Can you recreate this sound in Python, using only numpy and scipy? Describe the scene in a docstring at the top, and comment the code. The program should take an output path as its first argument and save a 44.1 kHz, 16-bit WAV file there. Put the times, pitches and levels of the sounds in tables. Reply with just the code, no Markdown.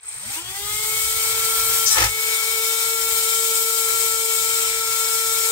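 """First come tiny ticks and chirps, then a rising whine: a small electric motor spins up a cutting disc
on a toy arm above a wooden bench. Its wobbling shaft whines and its brushes (sliding contacts) hiss.
Near 2 s the disc grazes a wooden stick, which squeals once a turn and then shudders. The motor recovers
and runs on while the arm swings about, so whine and hiss change colour. A workshop rumbles below."""
import sys
import numpy as np
from scipy import signal
from scipy.fft import rfft, irfft, next_fast_len
from scipy.io import wavfile

SR = 44100
rng = np.random.default_rng(int(sys.argv[2]) if len(sys.argv) > 2 else 0)


def wrap_up_sound(samples):
    """Save the sound to the file named by the first command line argument, as 16-bit audio."""
    columns = np.atleast_2d(samples).T
    # keep every value between -1 and 1, then stretch to whole-number steps
    tamed = np.clip(columns, -1, 1)
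    steps = np.round(tamed * 32767).astype(np.int16)
    wavfile.write(sys.argv[1], SR, steps)


N = 242991
TIME = np.arange(N) / SR


def amp(db):
    """Turn decibels into a gain."""
    return 10 ** (np.asarray(db) / 20)


def rms_one(x):
    """Scale a signal to an average power of 1."""
    return x / np.sqrt(np.mean(x ** 2) + 1e-20)


def in_time(rows):
    """Join a table's rows into curves over time, one for each column."""
    times, *columns = np.transpose(rows)
    return [np.interp(TIME, times, column) for column in columns]


def at_hz(rows, hz, *outside):
    """Read a table's columns at the given frequencies, joining the rows on a pitch scale."""
    points_hz, *columns = np.transpose(rows)
    return [np.interp(np.log(hz + 1), np.log(points_hz), column, *outside) for column in columns]


def sides(pan_db):
    """Left and right gains that keep the total power; positive is to the left."""
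    gains = amp(np.array([pan_db / 2, -pan_db / 2]))
    return gains / np.sqrt(np.mean(gains ** 2, axis=0))


def drift(rate_hz):
    """A smooth random wobble, about 1 in size."""
    pole = np.exp(-80 * np.pi * rate_hz / SR)
    slow = signal.lfilter([1], [1, -2 * pole, pole * pole], rng.standard_normal(N // 40 + 2002))[2000:]
    return np.interp(np.arange(N) / 40, np.arange(len(slow)), rms_one(slow - slow.mean()))


def bell(x, centre, width):
    """A smooth bump of height 1."""
    return np.exp(-((x - centre) / width) ** 2)


def since(start_s):
    """Seconds gone by since a moment; 0 before it."""
    return np.maximum(TIME - start_s, 0)


def held(start_s, end_s, rise_db_per_s, fall_db_per_s):
    """A level that stays at 0 dB between two times and slopes away on both sides."""
    early_s = np.maximum(start_s - TIME, 0)
    return np.maximum(-rise_db_per_s * early_s - fall_db_per_s * since(end_s), -150)


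def resonate(x, modes):
    """Let a signal ring an object's natural tones, added with alternating signs."""
    out = 0
    for k, (hz, width_hz, level_db) in enumerate(modes):
        pole = np.exp(-np.pi * width_hz / SR)
        feedback = [1, -2 * pole * np.cos(2 * np.pi * hz / SR), pole * pole]
        ring = signal.lfilter(np.array([1, 0, -1]) * (1 - pole * pole) / 2, feedback, x + 1e-18)
        out = out + (-1) ** k * amp(level_db) * ring
    return out


# Where the arm is: t/s, swung left/0-1, raised/0-1, drawn back/0-1
ARM_POSITION = [(0, 0, 0.51, 0.15), (1.65, 0.19, 0, 0.35), (2.2, 0.72, 0.61, 0.4), (2.6, 1, 1, 0.14),
                (3.2, 0.93, 0, 0.1), (4.55, 0.85, 0, 0.062), (4.9, 0.74, 0.34, 0.58), (5.51, 0.82, 0, 0.96)]
# How noise reaches the two sides: f/Hz, likeness/0-1, left's lead with arm right/rad, with arm left/rad
STEREO_LIKENESS = [(60, .96, 0, 0), (130, .88, 0, 0), (300, .7, .1, .1), (500, .55, .3, .8),
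                   (860, .65, .8, 1.1), (1380, .5, .3, .6), (1810, .65, 2.6, 3.1), (2250, .4, 2.2, 3),
                   (2800, .62, 2.9, 3.1), (3360, .35, 2.2, 2.8), (3800, .25, 2.2, 6.5),
                   (4300, .5, 2.5, 9.4), (5510, .3, 2.4, 14.2), (6500, .3, 2.4, 14), (7200, .35, 4, 12.4),
                   (8000, .35, 5.9, 10.7), (8600, .5, 6.8, 11.7), (9400, .3, 6.3, 12.8),
                   (10300, .3, 8.6, 15), (11500, .3, 14, 22), (13000, .25, 25, 33), (16000, .25, 42, 50)]
# Which side is louder: f/Hz, left over right/dB
STEREO_BALANCE = [(60, 0), (130, 2), (300, 2.5), (500, -8), (860, -1), (1380, -1), (1810, 2), (2700, 1),
                  (3360, -3.5), (4220, -2.5), (5510, -1.4), (6500, 0), (7700, 2), (8600, -0.5),
                  (9300, -4.5), (10300, -8.5), (11500, 1), (13000, -2.5), (16000, 5)]
def stereo_noise(spectrum=None):
    """Noise, partly alike on both sides, made ragged by many small resonances of housing and room."""
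    ragged_db, ragged_rad = 3, .5
    size = next_fast_len(N)
    hz = np.arange(size // 2 + 1) * SR / size
    alike, arm_right_lead, arm_left_lead = at_hz(STEREO_LIKENESS, hz)
    pan_db, = at_hz(STEREO_BALANCE, hz)
    colour = 1 if spectrum is None else amp(at_hz(spectrum, hz, -99, -99)[0])
    level_grid_hz, phase_grid_hz = np.arange(0, SR / 2, 35), np.arange(0, SR / 2, 120)
    density = np.clip(hz / 1200, 0, 1)  # the bass has few resonances
    swing, _, back = in_time(ARM_POSITION)
    left_share = np.clip(swing - back, 0, 1)
    poses = (left_share, arm_left_lead), (1 - swing, arm_right_lead), (swing - left_share, arm_left_lead)
    left, unrelated = rfft(rng.standard_normal((2, size)))
    out = 0
    for share, lead in poses:  # the peaks shift as the arm moves from pose to pose
        scatter = np.interp(hz, phase_grid_hz, rng.standard_normal(len(phase_grid_hz)))
        lead = lead + ragged_rad * density * scatter
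        right = alike * left * np.exp(-1j * lead) + np.sqrt(1 - alike ** 2) * unrelated
        bumps = rng.standard_normal((2, len(level_grid_hz)))
        ragged = amp([ragged_db * density * np.interp(hz, level_grid_hz, row) for row in bumps])
        out = out + share * irfft(colour * sides(pan_db) * ragged * np.array([left, right]), size)[:, :N]
    return rms_one(out)


# Tone colour of the workshop: f/Hz, relative level/dB
RUMBLE_COLOUR = [(20, -2), (45, -19), (60, 3), (80, -11), (111, -1), (135, -6.5), (175, -17.5), (265, -21),
                 (330, -18.5), (400, -20), (520, -35)]
# Its loudness: t/s, level/dB
RUMBLE_LEVEL = [(0, -75), (0.15, -57), (0.9, -47), (1.84, -47.5), (2.3, -54.5), (4.6, -55), (5.51, -53)]
def rumble():
    """Low workshop noise, a little lumpy."""
    level_db, = in_time(RUMBLE_LEVEL)
    return amp(level_db + 2.4 * drift(7)) * stereo_noise(RUMBLE_COLOUR)


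def rattle(x):
    """Loose parts rattle, so narrow bands of the whirr swell and sink on their own."""
    width_hz, depth_db = 200, 1.8
    size = next_fast_len(N)
    hz = np.arange(size // 2 + 1) * SR / size
    spectrum, out = rfft(x, size), x
    for centre_hz in np.arange(1200, 6000, width_hz):
        window = np.clip(1 - np.abs(hz - centre_hz) / width_hz, 0, 1)
        band = irfft(spectrum * window, size)[:, :N]
        out = out + band * (amp(depth_db * drift(16)) - 1)
    return out


# Loudness of the hiss: t/s, brush level/dB, motor case's lower ring against the brushes/dB
HISS_LEVEL = [(0, -66, -11), (0.04, -50.5, 0), (0.1, -44.5, 2), (0.25, -39.5, -13), (0.33, -32, -6),
              (0.38, -33.5, -6), (0.43, -40, -3), (0.55, -34.5, -8), (0.75, -30, -0.5), (1.15, -26.5, -2.5),
              (1.84, -25.5, -2.5), (2.1, -29, 0), (2.16, -30, -3), (2.24, -26.5, -4.5), (2.7, -27, -3.5),
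              (3, -27.5, -1), (3.35, -25.5, 0.3), (4.2, -26.5, 1), (4.58, -26, 1), (4.8, -28, 0),
              (5.15, -26, 0.5), (5.51, -26, 1)]
# Tone colours of rubbing brushes, buzzing plastic arm and the disc's wind: f/Hz, relative level/dB
BRUSH_COLOUR = [(1530, -17), (2600, -6.5), (2850, -7), (3160, 1.5), (3400, -1), (3980, -0.5), (4300, -0.5),
                (4550, 0.5), (4750, -1), (5200, -1.5), (5400, 1.5), (5600, -1), (5990, 0), (7200, -2),
                (9360, -6.5), (15800, -120)]
ARM_COLOUR = [(400, -8), (470, -9), (494, -2.5), (515, -14.5), (562, -36), (610, -13), (700, -11.5),
              (850, -5.5), (1150, -7.5), (1250, -6), (1310, -5), (1500, -6.5), (1650, -6), (1850, -8),
              (2200, -2), (2400, -2), (2750, -8), (3200, -22)]
WIND_COLOUR = [(8600, -6.5), (9300, -4.5), (9800, -8), (10300, -4.5), (11000, -7), (11800, -2),
               (13000, -3.5), (15000, -5.5), (16200, -4)]
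# The two rings of the motor case: f/Hz, width/Hz
CASE_RINGS = [(7650, 730), (8650, 770)]
def hiss(angle):
    """Brushes rub, the arm buzzes, the disc stirs air and the case rings; all throb with each turn."""
    brush_db, low_ring_db = in_time(HISS_LEVEL)
    swing, _, _ = in_time(ARM_POSITION)
    change_db = brush_db + 26  # the other layers follow the brushes, which run at about -26 dB
    arm_db = -36 + .63 * change_db - .5 * swing + 1.5 * drift(1.2)
    wind_db = -24 + 1.35 * change_db - .93 * drift(1.2)
    high_ring_db = -26.5 + change_db - 2 * swing + .3 * drift(1.2)
    throb = 1 + .027 * np.cos(angle) + .018 * np.cos(2 * angle)
    flutter_db = .7 * drift(21) + .4 * drift(5.3)
    brushes = amp(brush_db) * stereo_noise(BRUSH_COLOUR)
    arm = amp(arm_db) * stereo_noise(ARM_COLOUR)
    out = rattle(brushes + arm) + amp(wind_db) * stereo_noise(WIND_COLOUR)
    for (hz, width_hz), level_db in zip(CASE_RINGS, (brush_db + low_ring_db, high_ring_db)):
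        ring = resonate(stereo_noise(), [(hz, width_hz, 0)])
        ring = resonate(ring, [(hz, 7.3 * width_hz, 0)])  # trims noise far from the ring
        out += amp(level_db + .23 * drift(60)) * rms_one(ring)
    return out * throb * amp(flutter_db) * sides(3 + 2.5 * swing)


# Echoes off the bench: left delay/s, relative level/dB, right delay/s, relative level/dB
BENCH_ECHOES = [(.0011, -3.5, .0016, 5), (.0027, 6, .0034, -23), (.0049, -4, .0058, -6),
                (.0083, -3, .0071, 4.5), (0.012, -11, .015, -40)]
def near_bench(mono, pan_db, echo_db):
    """The direct sound, a little late on the left, plus short echoes off the bench."""
    out = np.array([np.roll(mono, 4), mono])
    for left_s, left_db, right_s, right_db in BENCH_ECHOES:
        out[0] += amp(left_db + echo_db) * np.roll(mono, round(left_s * SR))
        out[1] -= amp(right_db + echo_db) * np.roll(mono, round(right_s * SR))
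    return out * sides(pan_db)[:, None]


# The brushes break loose: t/s, level/dB
FIRST_TICKS = [(0.0074, -41), (0.03, -31), (0.0356, -35), (0.0558, -28), (0.067, -24), (0.082, -25)]
# Tones of the chirping case: f/Hz, width/Hz, relative level/dB
CHIRP_TONES = [(8340, 420, -8), (8600, 700, -13)]
# Brief changes in the chirps' loudness: t/s, change/dB
CHIRP_SWELLS = [(.09, 6), (.167, 2), (.317, -1), (.365, 2)]
def start_chirps(angle):
    """Brushes tick loose, then scratch over three gaps in the shaft's contact ring and ring the case."""
    level_db = -36.5 + held(.085, .39, rise_db_per_s=401, fall_db_per_s=401)
    level_db += sum(swell_db * bell(TIME, at_s, .0095) for at_s, swell_db in CHIRP_SWELLS)
    gaps = (.5 + .5 * np.cos(3 * angle)) ** 2.5
    chirps = amp(level_db) * rms_one(resonate(gaps * rng.standard_normal(N), CHIRP_TONES))
    tick_level = sum(amp(peak_db) * bell(TIME, at_s + .002, .0011) for at_s, peak_db in FIRST_TICKS)
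    ticks = tick_level * np.sin(2 * np.pi * CHIRP_TONES[0][0] * TIME)
    return near_bench(chirps + ticks, pan_db=2.5, echo_db=-9)


# The stick jolts against disc and bench: t/s, tearing/dB, thud/dB, knock/dB, length/s
JOLTS = [(1.972, -21, -50, -24, 0.018), (1.987, -16, -38, -22, 0.018), (2.004, -15.5, -42, -24, 0.017),
         (2.013, -30, -31, -40, 0.012), (2.024, -16, -38, -21.5, 0.018), (2.042, -15, -31, -27, 0.016),
         (2.054, -22, -31, -35, 0.014), (2.067, -21, -36, -27, .018), (2.09, -29.5, -37, -45, 0.035)]
TEARING_COLUMN, THUD_COLUMN, KNOCK_COLUMN = 1, 2, 3
def jolts(column, length_share):
    """One bump of loudness for each jolt of the stick."""
    return sum(amp(row[column]) * bell(TIME, row[0], length_share * row[-1]) for row in JOLTS)


# Tone colour of tearing wood, and the bench's low tones: f/Hz, relative level/dB
TEARING_COLOUR = [(150, -40), (250, -46), (330, -1), (420, -31), (490, 0.5), (640, -15.5), (820, 0.5),
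                  (1100, -10.5), (1340, -11.5), (1800, -3), (2300, -3.5), (3000, -7.5), (4400, -11),
                  (4900, -9.5), (5800, -4), (6800, -19), (8800, -10), (10300, -15), (15500, -16)]
BENCH_TONES = [(58, -4), (108, -6.5)]
def shudder(angle):
    """Each jolt tears wood fibres in a short burst, chopped by the turning disc, and thumps the bench."""
    bench = sum(amp(level_db) * np.sqrt(2) * np.sin(2 * np.pi * (hz * TIME + rng.random()))
                for hz, level_db in BENCH_TONES)
    chop = (1 + .45 * np.cos(angle)) * amp(2 * drift(150))
    tearing = jolts(TEARING_COLUMN, length_share=.42) * chop * stereo_noise(TEARING_COLOUR)
    thuds = jolts(THUD_COLUMN, length_share=1) * bench
    return tearing * sides(1)[:, None] + thuds * [[1.1], [.9]]


# The disc bites the stick: t/s, hold/s, low squeal/dB, high squeal/dB, knock/dB
BITES = [(1.860, .004, -27, -33, -45), (1.868, 0.024, -20.5, -29, -42), (1.901, .007, -22, -27, -38),
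         (1.912, 0.019, -21.5, -18, -33), (1.942, 0.006, -28, -19.5, -29), (1.955, .011, -28, -29, -27)]
# Tones of the disc, the disc cutting deeper, and the stick: f/Hz, width/Hz, relative level/dB
LOW_SQUEAL = [(3910, 420, -4), (4960, 760, 2), (5830, 150, 7), (6300, 370, 2), (7130, 230, 6)]
HIGH_SQUEAL = [(5200, 460, 15), (7380, 470, 15), (7800, 550, 15.5), (9000, 360, 13.5), (9165, 360, 14),
               (13700, 320, 3)]
STICK_KNOCK = [(930, 130, 6), (1220, 200, 11), (1780, 460, 8), (2050, 120, 5)]
def graze(angle):
    """A high spot on the disc hits the stick once a turn, setting both ringing."""
    new_turn = np.diff(np.floor(angle / (2 * np.pi)), prepend=0) > 0
    hits = new_turn * amp(1.8 * rng.standard_normal(N))
    hits = signal.sosfilt(signal.butter(3, 700, "high", fs=SR, output="sos"), hits)  # thin stick: no bass
    bites = np.array([amp(held(at_s, at_s + hold_s, rise_db_per_s=2400, fall_db_per_s=2200))
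                      for at_s, hold_s, *_ in BITES])
    low, high, knock = amp(np.transpose(BITES)[2:]) @ bites
    knock += jolts(KNOCK_COLUMN, length_share=.3)
    low += amp(-12) * jolts(TEARING_COLUMN, length_share=.3)  # the disc still squeals at each jolt
    rings = sum(level * rms_one(resonate(hits, tones))
                for level, tones in ((low, LOW_SQUEAL), (high, HIGH_SQUEAL), (knock, STICK_KNOCK)))
    return near_bench(rings, pan_db=9.5, echo_db=-2.5)


# A quick and a slow approach to full speed: speed missing as the soft start ends/Hz, settling time/s
SETTLING = [(80, .135), (111.5, .288)]
FULL_SPEED_HZ = 450.8
def shaft_speed():
    """Turns per second: the motor starts softly, settles, is dragged down by the cut and recovers."""
    soft_start_s, cut_start_s, cut_end_s = .3, 1.845, 2.09
    drag_hz, drag_s, recover_s = 12.6, .04, .27
    ramp_left_s = np.maximum(soft_start_s - TIME, 0)
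    ramp_hz = 1196 * ramp_left_s - 960 * ramp_left_s ** 2
    settling_hz = sum(hz * np.exp(-since(soft_start_s) / settle_s) for hz, settle_s in SETTLING)
    drag = (1 - np.exp(-since(cut_start_s) / drag_s)) * np.exp(-since(cut_end_s) / recover_s)
    sag_hz = bell(TIME, 4.75, .4)  # a slight slowing as the arm swings back
    return np.maximum(FULL_SPEED_HZ - ramp_hz - settling_hz - drag_hz * drag - sag_hz, 1)


# Pitches that arm and room strengthen: f/Hz, width/Hz, left level/dB, right level/dB
ROOM_PEAKS = [(113, 30, -35, -33), (236, 25, -39, -41), (326, 28, -34.5, -39), (383, 8, -55, -42.5),
              (564, 110, -43, -43), (705, 150, -48.5, -43.5), (435, 16, -42, -41), (450.8, 6.3, -37, -38),
              (795, 17, -35.5, -32.5), (920, 28, -59, -53), (968, 9.1, -48, -50.5), (976, 39, -35.5, -38),
              (1256, 17, -32, -43), (1360.4, 19.3, -25.5, -28), (1405, 33, -33, -46), (1570, 45, -36, -41),
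              (1980, 46, -38, -37), (2150, 50, -27.5, -37), (2197, 23, -27, -32), (2235, 26, -29.5, -67),
              (2930, 500, -36.5, -42), (3290, 120, -35.5, -40), (3360, 51, -35, -59), (3800, 30, -44, -44),
              (4150, 170, -47, -48), (4900, 500, -35, -52), (5394, 20, -39, -31.5), (5460, 150, -49, -32)]
# Pitches where sound paths cancel: f/Hz, width/Hz, change/dB
ROOM_DIPS = [(290, 22, -15), (360, 24, -14), (393, 6, -14), (690, 40, -6), (890, 12, -10), (1060, 45, -10),
             (1215, 16, -12), (1500, 40, -10), (1730, 50, -8)]
def tone_db(harmonic, speed):
    """Left and right level of a tone as it slides through the peaks and dips of arm and room."""
    floor_db, db_per_octave = -68, 17
    grid_hz = np.arange(6000.)
    peak_hz, width_hz, *sides_db = np.transpose(ROOM_PEAKS)
    peaks = 1 / (1 + (2 * (grid_hz[:, None] - peak_hz) / width_hz) ** 2)
    paths_db = [10 * np.log10(amp(2 * floor_db) + peaks @ amp(2 * side_db)) for side_db in sides_db]
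    dips_db = sum(depth_db * bell(grid_hz, hz, wide_hz) for hz, wide_hz, depth_db in ROOM_DIPS)
    force_db = db_per_octave * np.log2(speed / FULL_SPEED_HZ)  # a faster shaft shakes harder
    return np.array([np.interp(harmonic * speed, grid_hz, db + dips_db) for db in paths_db]) + force_db


# The whine's low tones: harmonic, left's lead/rad, extra lead/rad when (swung left, back, speeding up)
LOW_TONES = [(1, 0, 0, 0, 0), (2, 1.4, .3, 0, -1.2), (3, -.2, 1.1, -1.1, -.7), (5, 5.4, -2.75, -.4, -4),
             (4, 2.9, 0, 0, -.8)]
# Their level changes/dB: swung left (left side, right side), in the wood, at standstill, raised, back
LOW_CHANGES = [(1.5, 0.8, -9, 18, 0, -.5), (8, 5, -16, -30, 2.5, 0), (-2.5, -11, 3, 13, 1, 1),
               (2.5, 9.5, -10, -9, 2.5, -2.5), (0, 9.5, 5, -26, -4, 3)]
# Their fast wobble: share of each tone's height
LOW_ROUGHNESS = [0.19, 0.11, 0.25, 0.15, .3]
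def low_whine(angle, missing_hz, speed, sputter):
    """The off-balance shaft and its contacts shake every turn: harmonics, multiples of its speed."""
    swing, raised, back = in_time(ARM_POSITION)
    in_wood = amp(held(1.885, 2.07, rise_db_per_s=870, fall_db_per_s=260))  # wood damps the disc
    glide = (1 - swing) * (1 - np.exp(-missing_hz / 7))
    out = np.zeros((2, N))
    for tone, changes, roughness in zip(LOW_TONES, LOW_CHANGES, LOW_ROUGHNESS):
        harmonic, lead, swung_lead, back_lead, glide_lead = tone
        left_db, right_db, wood_db, slow_db, raised_db, back_db = changes
        lead = lead + glide_lead * glide + swung_lead * swing + back_lead * back
        wave = np.sqrt(2) * np.sin(harmonic * angle + lead / 2 * [[1], [-1]])
        flutter_db = drift(13) + 1.5 * sputter * np.array([drift(22), drift(22)]) + .71 * drift(3.6)
        pose_db = swing * [[left_db], [right_db]] + raised_db * raised + back_db * back
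        running_db = tone_db(harmonic, speed) + wood_db * in_wood + slow_db * missing_hz / FULL_SPEED_HZ
        rough = 1 + roughness * np.array([drift(36), drift(27)])
        out += amp(running_db + pose_db + flutter_db) * rough * wave
    return out


# Thin tones that follow the brush hiss: harmonic
THIN_TONES = [6, 11, 15, 16, 17, 18, 19, 20]
# For each: level against the brushes/dB, left over right/dB, change when drawn back/dB
THIN_LEVELS = [(-21.5, 5, 2), (-16, 8, -2), (-15.5, 4, 0), (-17, 4, 0), (-9, 12, -4), (-15, 5, 0),
               (-7.5, 4, -2), (-13.5, 1, 0)]
# Middle tones: harmonic, left's lead/rad, extra lead/rad when (swung left, back), change speeding up/dB
MIDDLE_TONES = [(7, 1.2, -2, -2, -5), (8, 1.7, 1.4, 0, -5), (9, 2.8, -2.4, 1, 0), (12, 2.2, -.6, -1.3, 0)]
# For each: relative level/dB, changes/dB: swung left (left side, right side), raised, back (left side)
MIDDLE_LEVELS = [(-0.5, 0, -5, -2, -1), (0.5, 7.5, -8, 3.5, 2), (5.5, -9, 3, 3.5, 7), (-8.5, 6, 4, 0, 9)]
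def high_whine(angle, missing_hz, speed, sputter):
    """Higher harmonics of the same shaking; each side wavers on its own, as its room path differs."""
    swing, raised, back = in_time(ARM_POSITION)
    thin_db = in_time(HISS_LEVEL)[0] - .12 * missing_hz  # thin tones emerge only near full speed
    tones = []
    for harmonic, (level_db, pan_db, back_db) in zip(THIN_TONES, THIN_LEVELS):
        gains = amp(thin_db + level_db + back_db * back) * sides(pan_db)[:, None]
        tones.append((harmonic, 2.6 * drift(3.8), gains))
    for tone, levels in zip(MIDDLE_TONES, MIDDLE_LEVELS):
        harmonic, lead, swung_lead, back_lead, glide_db = tone
        level_db, left_db, right_db, raised_db, back_db = levels
        lead = lead + swung_lead * swing + back_lead * back + .5 * drift(5)
        pose_db = swing * [[left_db], [right_db]] + raised_db * raised + back * [[back_db], [0]]
        gains = amp(tone_db(harmonic, speed) + level_db + glide_db * sputter + pose_db)
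        tones.append((harmonic, lead, gains))
    out = np.zeros((2, N))
    for harmonic, lead, gains in tones:
        phase = harmonic * angle + (.7 + sputter) * drift(7)
        for side, gain in enumerate(gains):
            waver_db = (2.5 - sputter) * drift(16) + 3 * sputter * drift(45)
            out[side] += gain * amp(waver_db) * np.sin(phase - side * lead)
    return out


def scene():
    """One turning shaft drives all the motor and cutting sounds, over the workshop rumble."""
    speed = shaft_speed()
    angle = 2 * np.pi * np.cumsum(speed + .25 * drift(8)) / SR
    missing_hz = FULL_SPEED_HZ - speed
    sputter = np.clip(missing_hz / 60, 0, 1)  # gliding tones flicker through the room's peaks and dips
    whine = low_whine(angle, missing_hz, speed, sputter) + high_whine(angle, missing_hz, speed, sputter)
    return whine + hiss(angle) + start_chirps(angle) + graze(angle) + shudder(angle) + rumble()


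def record(dry):
    """Round off the loudest peaks and cut the highest treble steeply."""
    ceiling, cutoff_hz = .8, 15740
    rounded = ceiling * np.tanh(dry / ceiling)
    return signal.sosfilt(signal.ellip(12, .5, 80, cutoff_hz, fs=SR, output="sos"), rounded)


dry = scene()
out = record(dry)
wrap_up_sound(out)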